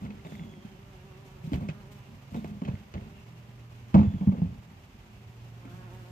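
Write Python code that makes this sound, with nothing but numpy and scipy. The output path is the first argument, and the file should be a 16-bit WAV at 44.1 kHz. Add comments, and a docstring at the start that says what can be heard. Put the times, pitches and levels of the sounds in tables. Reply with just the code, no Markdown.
"""A bumblebee circles with a wavering buzz over a lawn, lands and takes off again, while fingers bump
and rub a hand-held camera case and a deep steady hum comes from the nest hole in the ground.
The bees are harmonic sums locked to the wingbeat; bumps, creaks and crunches are forces on resonant modes.
Swishes and the soft outdoor hush are coloured noise, whines and a faint drone are wavering tones,
and faint far-off chirps are bursts of noise in narrow bands."""
import sys
import numpy as np
from scipy import signal
from scipy.fft import rfft, irfft, next_fast_len
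from scipy.io import wavfile

SR = 44100
rng = np.random.default_rng(int(sys.argv[2]) if len(sys.argv) > 2 else 0)


def to_wav(sig):
    """Store sig (one row per channel, or 1-D mono) as 16-bit WAV at the path in sys.argv[1].

    Samples outside -1..1 are clipped; the rate is SR.
    """
    pcm = np.clip(np.atleast_2d(sig), -1, 1) * 32767
    pcm = np.round(pcm).astype(np.int16)
    wavfile.write(sys.argv[1], SR, pcm.T)  # frames by channels


N = 269715
TIME = np.arange(N) / SR
PORT_LAG_S = 0.0004  # case sounds reach the right port this much later


def from_db(db):
    """Logarithmic level: decibels to amplitude gain."""
    return 10 ** (np.asarray(db) / 20)


def rms_one(x):
    """Normalisation: scale to an effective value of 1."""
    return x / np.sqrt(np.mean(x ** 2) + 1e-20)


def in_time(rows):
    """Linear interpolation: each column of a timed table becomes a curve with one value a sample."""
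    s, *columns = np.transpose(rows)
    return [np.interp(TIME, s, column) for column in columns]


def at_hz(points, hz):
    """Logarithmic frequency scale: read a spectrum between its points."""
    point_hz, values = np.array(points).T
    return np.interp(np.log(hz), np.log(point_hz), values)


def drift(rate_hz):
    """Low-passed random process: a slow wander of spread 1."""
    step = 40  # samples between the values of the slow process
    pole = np.exp(-2 * np.pi * rate_hz * step / SR)
    noise = rng.standard_normal(N // step + 2002)
    slow = signal.lfilter([1], [1, -2 * pole, pole * pole], noise)[2000:]  # drop the start-up
    return np.interp(np.arange(N) / step, np.arange(len(slow)), rms_one(slow))


def coloured(spectrum):
    """Spectral shaping: white noise weighted by frequency, with rms 1."""
    size = next_fast_len(N, True)
    hz = np.maximum(np.fft.rfftfreq(size, 1 / SR), 1)
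    shaped = rfft(rng.standard_normal(N), size) * from_db(at_hz(spectrum, hz))
    return rms_one(irfft(shaped, size)[:N])


def ringing(modes):
    """Modal superposition: the impulse response of parallel damped resonances, with energy 1."""
    t = TIME[:SR // 4]
    out = sum(from_db(db) * width * np.exp(-np.pi * width * t) * np.cos(2 * np.pi * hz * t)
              for hz, width, db in modes)
    # the response falls steeply outside the range of the modes
    low_hz, high_hz = 0.55 * modes[0][0], min(0.87 * modes[-1][0], SR / 2 - 1000)
    out = signal.sosfilt(signal.butter(3, low_hz, "high", fs=SR, output="sos"), out)
    out = signal.sosfilt(signal.butter(4, high_hz, fs=SR, output="sos"), out)
    return out / np.sqrt(np.sum(out ** 2))


def through(force, modes):
    """Linear convolution: a force sets the modes ringing."""
    return signal.fftconvolve(force, ringing(modes))[:N]


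def at_ports(x, lag_s, pan_db):
    """Time and level differences: the right port gets the sound after a lag and at another level."""
    later = np.interp(TIME - lag_s, TIME, x)
    return np.array([x * from_db(pan_db / 2), later * from_db(-pan_db / 2)])


def swell(s, length_s, attack_s, fade_db_per_s):
    """Envelope: linear attack from time s, a hold to the end of the length, then exponential decay."""
    attack = np.clip((TIME - s) / attack_s, 0, 1)
    return attack * from_db(-fade_db_per_s * np.maximum(TIME - s - length_s, 0))


def add(out, s, x):
    """Superposition: mix x into out from time s."""
    at = round(s * SR)
    out[at:at + len(x)] += x[:N - at]


def overtone_numbers(count):
    """Harmonic series: 1, 2, .. count."""
    return np.arange(1, count + 1)


def wingbeat(pitch_hz, jitter):
    """Frequency modulation: the phase of wings whose rate wavers by the fraction jitter."""
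    return 2 * np.pi * np.cumsum(pitch_hz * (1 + jitter * drift(31.2))) / SR


# spectrum of the outdoor hush, relative: hz [Hz], density_db [dB per Hz]
HUSH = [(25, -33), (45, 4.5), (65, -0.5), (110, 5.5), (190, -9), (300, -10.5), (480, -16.5), (900, -14.5),
        (1500, -20.5), (2700, -19), (4000, -27.5), (6700, -30.5), (10000, -41), (13500, -34.5)]
# left-right correlation of the hush: hz [Hz], likeness [-1 to 1]
LIKENESS = [(60, 1), (250, 0.93), (500, 0.82), (1000, 0), (2000, 0), (14000, 0.049)]
# faint steady drone: hz [Hz], level_db [dB, before its drift]
DRONE = [(161, -65), (398, -74.5)]
HUSH_DB = -52


def outdoors():
    """Partial coherence: a hush alike at both ports in the bass, with a faint drone of wavering tones."""
    size = next_fast_len(N, True)
    hz = np.maximum(np.fft.rfftfreq(size, 1 / SR), 1)
    alike = np.clip(at_hz(LIKENESS, hz), -1, 1)
    mid, side = rfft(rng.standard_normal((2, size)))
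    pan_db = at_hz([(100, -2.0), (1000, -1.0), (4000, -2.5), (8000, -3.0), (13000, 0.0)], hz)
    signs = np.array([[1], [-1]])  # left, right
    colour = from_db(at_hz(HUSH, hz) + signs * pan_db / 2) * np.minimum(hz / 20, 1)
    mixed = np.sqrt(1 + alike) * mid + np.sqrt(1 - alike) * side * signs
    hush = rms_one(irfft(colour * mixed, size)[:, :N])
    drone = np.zeros(N)
    for tone_hz, level_db in DRONE:
        phase = 2 * np.pi * np.cumsum(tone_hz * (1 + 0.0032 * drift(6.6))) / SR
        drone += from_db(level_db + 3.5 * drift(3)) * np.sqrt(2) * np.sin(phase)
    return from_db(HUSH_DB + 1.04 * drift(27)) * hush + drone


# faint chirps far off: start_s [s], length_s [s], level_db [dB, relative]
CHIRPS = [(.76, .06, -71), (.95, .05, -69), (1.07, 0.056, -71), (1.249, 0.033, -74), (2.004, .06, -67),
          (3.129, 0.069, -63), (3.34, 0.066, -69.5), (3.56, .05, -77), (3.771, 0.061, -70),
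          (4.705, 0.083, -79), (5.085, 0.073, -71), (5.272, .05, -79), (5.827, 0.058, -74),
          (6.006, .05, -73)]
# bands of the chirps: hz [Hz], width_hz [Hz], level_db [dB, relative]
CHIRP_MODES = [(2400, 300, -17), (2740, 140, 4), (3420, 300, -17.5)]
CHIRP_ATTACK_S, CHIRP_FADE_DB_PER_S = 0.019, 223


def chirps():
    """Band-limited noise: distance blurs each chirp into a narrow band of hiss."""
    gain = sum(from_db(db) * swell(s, length, CHIRP_ATTACK_S, CHIRP_FADE_DB_PER_S)
               for s, length, db in CHIRPS)
    hiss = np.array([through(rng.standard_normal(N), CHIRP_MODES) for _ in "LR"])
    return gain * from_db(2.0 * drift(60)) * hiss


# the grip slides on the case: start_s [s], length_s [s], rumble_db [dB, relative],
# hiss_db [dB, relative]
SLIDES = [(0, 0.033, -32, -65), (0.25, 0.11, -40, -64), (0.374, 0.081, -38.5, -73),
          (1.24, 0.036, -73, -63.5), (1.423, 0.05, -48, -62), (1.513, 0.04, -48, -57.5),
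          (1.594, 0.036, -35.5, -70), (1.907, 0.021, -73, -60), (2.05, 0.047, -47.5, -72),
          (2.299, 0.095, -37, -62), (2.427, 0.089, -43, -67), (2.629, 0.04, -37, -87),
          (2.945, 0.084, -39, -82), (3.931, 0.045, -20.5, -96), (4.288, 0.15, -36, -98.5),
          (5.685, 0.089, -45.5, -64.5), (5.896, 0.27, -58.5, -66)]
SLIDE_ATTACK_S, RUMBLE_FADE_DB_PER_S, HISS_FADE_DB_PER_S = 0.015, 95.5, 239


def swish():
    """Friction noise: skin brushing the case hisses in uneven grains."""
    sliding = sum(from_db(hiss_db) * swell(s, length, SLIDE_ATTACK_S, HISS_FADE_DB_PER_S)
                  for s, length, _, hiss_db in SLIDES)
    colour = [(800, -33.5), (2500, -0.5), (5000, -8.5), (8000, -9.5), (10000, -19.0), (13500, -10.5)]
    return sliding * from_db(2.1 * drift(80)) * np.array([coloured(colour), coloured(colour)])


# thin falling whines: start_s [s], length_s [s], start_hz [Hz], level_db [dB, before flutter]
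WHINES = [(0.241, 0.22, 3610, -63), (2.354, 0.012, 3690, -55.5), (4.022, 0.11, 3520, -66.5)]
WHINE_ATTACK_S, WHINE_SAG_HZ_PER_S = 0.01, 1050
WHINE_FADE_DB = 7  # lost over each further stretch of its own length


def whine(s, length_s, start_hz, level_db):
    """Frequency and amplitude modulation: a thin grainy tone of rubbing sinks, with a faint octave."""
    hz = start_hz - WHINE_SAG_HZ_PER_S * np.clip(TIME - s, 0, 1)
    waver = 0.026 * drift(350)
    phase = 2 * np.pi * np.cumsum(hz * (1 + waver)) / SR
    flutter = 0.8 + 0.55 * drift(150)
    gain = swell(s, length_s, WHINE_ATTACK_S, WHINE_FADE_DB / length_s) * from_db(level_db) * flutter
    tone = np.sin(phase) + from_db(-10.0) * np.sin(2 * phase)
    return at_ports(gain * tone, lag_s=0.00003, pan_db=-5.5)


# quick runs of stick and slip: start_s [s], length_s [s], level_db [dB, relative]
CRUNCHES = [(1.531, 0.015, -47.5), (1.684, 0.0046, -46), (2.344, 0.0078, -68), (2.651, 0.0069, -53)]
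# high modes of the case: hz [Hz], width_hz [Hz], level_db [dB, relative]
CRUNCH_MODES = [(2250, 240, 1), (2490, 110, 10), (3000, 120, 4), (3980, 130, -7), (5100, 270, -40),
                (6150, 370, -26), (8450, 1600, -36)]
CRUNCH_SLIPS_PER_S, CRUNCH_ATTACK_S, CRUNCH_FADE_DB_PER_S = 1300, 0.0011, 900


def crunches():
    """Stick-slip friction: dense slips of uneven size ring high modes, partly differently at each port."""
    gain = sum(from_db(db) * swell(s, length, CRUNCH_ATTACK_S, CRUNCH_FADE_DB_PER_S)
               for s, length, db in CRUNCHES)
    slips = (rng.random((3, N)) < CRUNCH_SLIPS_PER_S / SR) * rng.standard_normal((3, N))
    shared, left, right = (through(gain * rms_one(row), CRUNCH_MODES) for row in slips)
    return at_ports(shared, PORT_LAG_S, pan_db=-7.5) + from_db(-13.0) * np.array([left, right])


BUMP_S = 0.015  # a bump's force has the energy of a unit-rms force this long
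ONSET_S = 0.000082  # time constant of the rattle's near-instant onset
RATTLE_GRAIN_DB, RATTLE_GRAINS_PER_S = 4.5, 232  # the rattle comes in uneven little knocks


def push(rattle, t60):
    """Impulsive excitation: one push, and a grainy rattle of the grip that starts at once and dies."""
    t = TIME[:SR // 2]
    lumps = np.interp(t, np.arange(128) / RATTLE_GRAINS_PER_S, rng.standard_normal(128))
    grain = from_db(RATTLE_GRAIN_DB * lumps) * rng.standard_normal(len(t))
    shape = (1 - np.exp(-t / ONSET_S)) * from_db(-60 * t / max(t60, 0.01))
    force = rattle * rms_one(grain * shape) / np.sqrt(len(t))
    force[0] += 1
    return np.sqrt(BUMP_S * SR / (1 + rattle ** 2)) * force


# finger bumps on the case: start_s [s], level_db [dB, relative], heft_db [dB of added boom],
# hardness_db [dB, scaled by each growth factor for knock and clack], snap_db [dB of added dry crack],
# pitch_hz [Hz, thud tuning], rattle_t60_s [s, scaled by each linger factor]
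BUMPS = [(0.05, -37, 6, 3.5, 13, 203, 0.5), (.105, -44, -12, 7, 19, 200, 0.043),
         (.248, -38, -1, 9, 13, 156, 0.27), (.32, -33, -11, -4, 9, 203, 0.088),
         (0.407, -57, -9, 2, -10, 215, 0.14), (0.647, -35, -13, -24, 4, 197, 0.41),
         (1.439, -33, -9, -11, -3, 156, 0.064), (1.472, -27, -9, -19, -20, 174.5, 0.33),
         (1.518, -22.5, -13, -14, -6, 271.6, 0.11), (1.533, -28.5, 8.5, 8, 13.5, 197, 0.092),
         (1.548, -26.5, -1, -4, -2, 242, 0.11), (1.573, -25.5, -3, -15, -14, 171, 0.2),
         (1.608, -35, 0, 3, -8, 138, 0.092), (1.687, -25, -19, -4.5, 9, 155, 0.073),
         (2.343, -32, -24, 10, 9.5, 210, 0.18), (2.364, -26.5, -11, -14, -6, 219.3, 0.1),
         (2.444, -35, -2, 11.5, 12, 227, 0.1), (2.617, -26.5, -12, 1.5, 2, 232, 0.17),
         (2.65, -32, -2, -7, 10, 204.5, 0.17), (2.677, -35, -3, 14.5, 8, 214, 0.09),
         (2.682, -22.5, -2, -9, 2, 176, 0.28), (2.732, -34.5, 4.5, -14, -12, 197, 0.15),
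         (2.939, -38, 6, 15.5, 20, 192.6, 0.19), (2.954, -29.5, 6, -2, 1, 190, 0.43),
         (3.016, -42.5, 10, -12, -3, 199, .2), (3.942, -7, -2.5, 3, -2.5, 194, 0.23),
         (3.955, -3.5, -20, -10, -25.5, 211, 0.023), (3.974, -12, -19, -15.5, -20, 210.7, 0.36),
         (3.989, -11.5, -2, -3.5, -8, 211.5, 0.18), (4.03, -20.5, -7, -6, -8.5, 188, 0.24),
         (4.069, -27.5, 9, -21.5, -8, 192, 0.13), (4.137, -23, -1, -23.5, -9, 200, 0.18),
         (4.158, -25.5, -10.5, -27.5, -17, 189, 0.29), (4.209, -22, -29, -4, -8, 188.5, 0.27),
         (4.241, -27, -8, -21, -12, 186.5, 0.096), (4.271, -9.5, -10, -21.5, -18, 188.3, 0.15),
         (4.32, -27, -12, 2, -2, 224, 0.29), (4.379, -26, -4, -20, -8, 173, 0.19),
         (4.417, -14.5, -10.5, -23, -17, 167, 0.078), (4.458, -24.5, -1, -28, -9, 189.6, 0.096),
         (4.501, -33, 1, -14, -24, 174.6, 0.28), (4.574, -42, 8.5, -7, -18, 154, 0.07),
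         (5.652, -38.5, -20, -13, 10, 267.2, .18), (5.736, -37.5, -5, -16, -9, 168, 0.15)]
USUAL_BUMP_DB = -32


def blows(rattle, linger, heavy=False, growth=0, snappy=False, damping=0):
    """Excitation of a mode group: the force of all bumps, where damping takes dB per dB above usual."""
    force = np.zeros(N)
    for s, level_db, heft_db, hardness_db, snap_db, _, t60 in BUMPS:
        damped_db = damping * max(level_db - USUAL_BUMP_DB, 0)
        blow_db = level_db + heavy * heft_db + growth * hardness_db + snappy * snap_db - damped_db
        add(force, s, from_db(blow_db) * push(rattle, t60 * linger))
    return force


# thud modes at the reference tuning: hz [Hz], width_hz [Hz], level_db [dB, relative]
THUD_MODES = [(162, 30, -8), (204, 21, 0), (250, 40, -18)]
THUD_HZ = 200  # reference tuning


def thuds(rattle, linger):
    """Mass and stiffness loading: the grip differs at each bump, so each thud has its own pitch."""
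    out = np.zeros(N)
    for s, level_db, _, _, _, pitch_hz, t60 in BUMPS:
        modes = [(hz * pitch_hz / THUD_HZ, width, db) for hz, width, db in THUD_MODES]
        thud = signal.fftconvolve(push(rattle, t60 * linger), ringing(modes))
        add(out, s, from_db(level_db) * thud)
    return out


# hollow, hard and dry modes of the case: hz [Hz], width_hz [Hz], level_db [dB, relative]
KNOCK_MODES = [(303, 290, -15.5), (387, 88, 8), (534, 170, -2.5), (596, 240, 17)]
CLACK_MODES = [(721.4, 16, 12.5), (862, 52, 8.5), (990, 350, 7.5), (1117, 72, -2)]
CRACK_MODES = [(1350, 540, 3.5), (1470, 200, 11.5), (1857, 530, 13), (2164, 180, 14.5), (2534, 140, 15),
               (2880, 130, 3.5), (3150, 52, 7.5), (3850, 820, -22.5), (6300, 470, 7.5)]
KNOCK_GROWTH, CLACK_GROWTH = 0.67, 0.8  # dB gained per dB of hardness
KNOCK_DAMPING = 0.3  # stronger bumps knock less in proportion: dB lost per dB above a usual bump


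def shell_rattle():
    """Local vibration: after a bump the shell around one port rattles in its own way."""
    hollow_force = blows(rattle=7.4, linger=3.2, growth=KNOCK_GROWTH, damping=KNOCK_DAMPING)
    hollow = from_db(-34.5) * through(hollow_force, KNOCK_MODES)
    hard = from_db(-26.0) * through(blows(rattle=9.1, linger=1.1, growth=CLACK_GROWTH), CLACK_MODES)
    dry = from_db(-33) * through(blows(rattle=14.0, linger=2.7, snappy=True), CRACK_MODES)
    return hollow + hard + dry


# creaks of the plastic: start_s [s], level_db [dB, of the click before the creak gain]
CREAKS = [(.0638, -51), (.196, -55), (0.2702, -48.5), (0.3526, -46), (0.395, -46), (0.436, -53),
          (0.5376, -52), (2.7535, -49), (2.979, -50), (4.703, -58)]
# modes of the creaks: hz [Hz], width_hz [Hz], level_db [dB, relative]
CREAK_MODES = [(2106, 200, 10.5), (2770, 200, 0), (3310, 230, 3)]
TICKS_PER_S, TICK_DB = 6.4, -64  # fainter creaks at random; level before the creak gain


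def creaks():
    """Impulse response: single clicks of the plastic ring its modes."""
    clicks = from_db(TICK_DB) * (rng.random(N) < TICKS_PER_S / SR)
    for s, level_db in CREAKS:
        clicks[round(s * SR)] = from_db(level_db)
    return from_db(19.5) * through(clicks, CREAK_MODES)


# deep modes of the case: hz [Hz], width_hz [Hz], level_db [dB, relative]
BOOM_MODES = [(78.5, 10, -15.5), (97.9, 22, 10), (142, 44, 9)]
RESTING_GRIP_DB = -55.5  # rumble force of a hand held still, before its drift


def handling():
    """Structure-borne sound: bumps and a sliding grip shake the case, from deep boom to dry crack."""
    sliding = sum(from_db(rumble_db) * swell(s, length, SLIDE_ATTACK_S, RUMBLE_FADE_DB_PER_S)
                  for s, length, rumble_db, _ in SLIDES)
    grip = np.hypot(sliding, from_db(RESTING_GRIP_DB))
    rub = grip * from_db(2.0 * drift(25)) * rng.standard_normal(N)
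    # each group of modes takes its own mix of blows and rubbing
    boom_force = blows(rattle=0.47, linger=0.62, heavy=True) + from_db(-6.0) * rub
    boom = from_db(-5.0) * through(boom_force, BOOM_MODES)
    thud = from_db(-4.0) * (thuds(rattle=0.62, linger=0.93) + through(rub, THUD_MODES))
    knock_blows = blows(rattle=2.4, linger=0.97, growth=KNOCK_GROWTH, damping=KNOCK_DAMPING)
    knock = from_db(-15.5) * through(knock_blows + from_db(-6.0) * rub, KNOCK_MODES)
    clack_force = blows(rattle=3.1, linger=0.63, growth=CLACK_GROWTH) + from_db(-2.0) * rub
    clack = from_db(-23.0) * through(clack_force, CLACK_MODES)
    crack_force = blows(rattle=8.1, linger=0.17, snappy=True) + rub
    crack = from_db(-32.0) * through(crack_force, CRACK_MODES)
    shared = at_ports(boom + thud + knock + clack + crack + creaks(), PORT_LAG_S, pan_db=-1.25)
    return shared + np.array([shell_rattle(), shell_rattle()]) * from_db([[-1.5], [1.5]])


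# overtones of the hum from the ground: hz [Hz], level_db [dB, relative]
HUM_TONE = [(118, 9.5), (236, -32.5), (354, -30.5), (470, -18), (590, -19.5), (900, -43)]
# spells of wing fanning in the nest: start_s [s], length_s [s], pitch_hz [Hz, wingbeat],
# level_db [dB, relative]
FANNING = [(0.546, 2.1, 134.2, -56.5), (2.945, 1.6, 118.3, -58.5), (4.977, 1.2, 117, -57)]
FAN_ATTACK_S, FAN_FADE_DB_PER_S = 0.49, 67


def ground_hum(s, length_s, pitch_hz, level_db):
    """Harmonic synthesis: wings fanning in one place give a smooth deep tone with faint overtones."""
    phase = wingbeat(pitch_hz, jitter=0.0057)
    hum = sum(from_db(at_hz(HUM_TONE, k * pitch_hz)) * np.sin(k * phase)
              for k in overtone_numbers(count=7))
    gain = swell(s, length_s, FAN_ATTACK_S, FAN_FADE_DB_PER_S) * from_db(level_db + 0.24 * drift(23))
    return at_ports(np.sqrt(2) * gain * hum, lag_s=0, pan_db=-2.5)


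# overtones of the flying bee: hz [Hz], level_db [dB, relative, before tilt]
FLYER_TONE = [(190, -1.5), (380, 3), (560, -6.5), (740, -7.5), (930, -10.5), (1120, -13), (1450, -20.5),
              (1750, -23), (2100, -35.5), (2800, -42), (5000, -58.5), (9000, -62.5)]
# air stirred by the wings, relative: hz [Hz], density_db [dB per Hz]
WING_AIR = [(250, -27), (550, -6), (1200, 0), (1900, -6), (2900, -8.5), (5000, -21.5), (10000, -23.5)]
# the bee comes in, lands and takes off, and its brightness changes along the flight:
# start_s [s], level_db [dB, relative], tilt_db [dB per octave above the second overtone number]
FLIGHT = [(0, -63.5, 3), (.33, -66.5, 2), (.58, -63, 0.5), (.7, -64, .5), (1.25, -62, 2.5),
          (1.38, -64.5, 4.5), (1.46, -62, 2), (1.75, -65, 5.5), (1.9, -63.5, 4), (2.2, -73.5, 3.5),
          (3.1, -69.5, 3.5), (4.0, -73.5, 6), (5.57, -74.5, 5.5), (5.65, -62, 5.5), (5.83, -64.5, 8),
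          (5.9, -60.5, 5.5), (6.12, -61, 4)]
# wingbeat dipping and rising with each turn: start_s [s], pitch_hz [Hz, before jitter]
WINGBEAT = [(0, 191.8), (.07, 195.5), (.11, 187), (.22, 195.6), (.33, 203.8), (.45, 188.1), (.49, 195),
            (.59, 177.7), (.65, 195.6), (.77, 185), (.8, 195), (.91, 195), (.99, 181.4), (1.03, 184.4),
            (1.07, 196.5), (1.13, 182.4), (1.22, 200.3), (1.3, 188), (1.34, 198), (1.38, 177.9),
            (1.42, 195.7), (1.48, 184.5), (1.57, 196.6), (1.64, 194), (1.79, 205.7), (1.85, 187.7),
            (1.91, 206.4), (2.05, 194.9), (2.12, 199.3), (4.7, 198.8), (5.58, 176.4), (5.7, 174.3),
            (5.77, 185.7), (5.82, 180.5), (5.855, 186.3), (5.895, 168.2), (5.93, 184.3), (5.96, 183.2),
            (6.0, 187.4), (6.04, 174), (6.08, 180.8), (6.12, 179.5)]


def flying_bee():
    """Periodic pressure pulses: the wingbeat wavers as the bee steers, duller and edgier by turns."""
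    level_db, tilt_db = in_time(FLIGHT)
    pitch_hz, = in_time(WINGBEAT)
    phase = wingbeat(pitch_hz, jitter=0.007)
    buzz = np.zeros((2, N))
    for k in overtone_numbers(count=32):
        # the body turns, so every overtone fades in and out by itself
        tone_db = at_hz(FLYER_TONE, k * np.mean(pitch_hz))
        gain = from_db(tone_db + tilt_db * np.log2(k / 2) + 2.1 * drift(24.0))
        # echoes off the ground shift the higher overtones more between the ports
        shift = min(0.2 * k, 1.2) * drift(5.8)
        buzz += gain * np.sin([k * phase + shift, k * phase - shift])
    # each stroke also sheds a puff of turbulent air
    stroke = ((1 + np.cos(phase)) / 2) ** 2
    puffs = stroke * np.array([coloured(WING_AIR), coloured(WING_AIR)])
    air = from_db(-3.5 + 1.3 * tilt_db) * puffs
    return from_db(level_db) * (np.sqrt(2) * buzz + air) * from_db([[-1.0], [1.0]])


def scene():
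    """Superposition: lawn, hand and bees together."""
    hand = handling() + crunches() + swish() + sum(whine(*row) for row in WHINES)
    bees = flying_bee() + sum(ground_hum(*spell) for spell in FANNING)
    return outdoors() + chirps() + hand + bees


def record(dry):
    """Low-pass filtering: an elliptic filter cuts the top steeply above 14550 Hz."""
    return signal.sosfilt(signal.ellip(12, 0.2, 80, 14550, fs=SR, output="sos"), dry)


dry = scene()
out = record(dry)
to_wav(out)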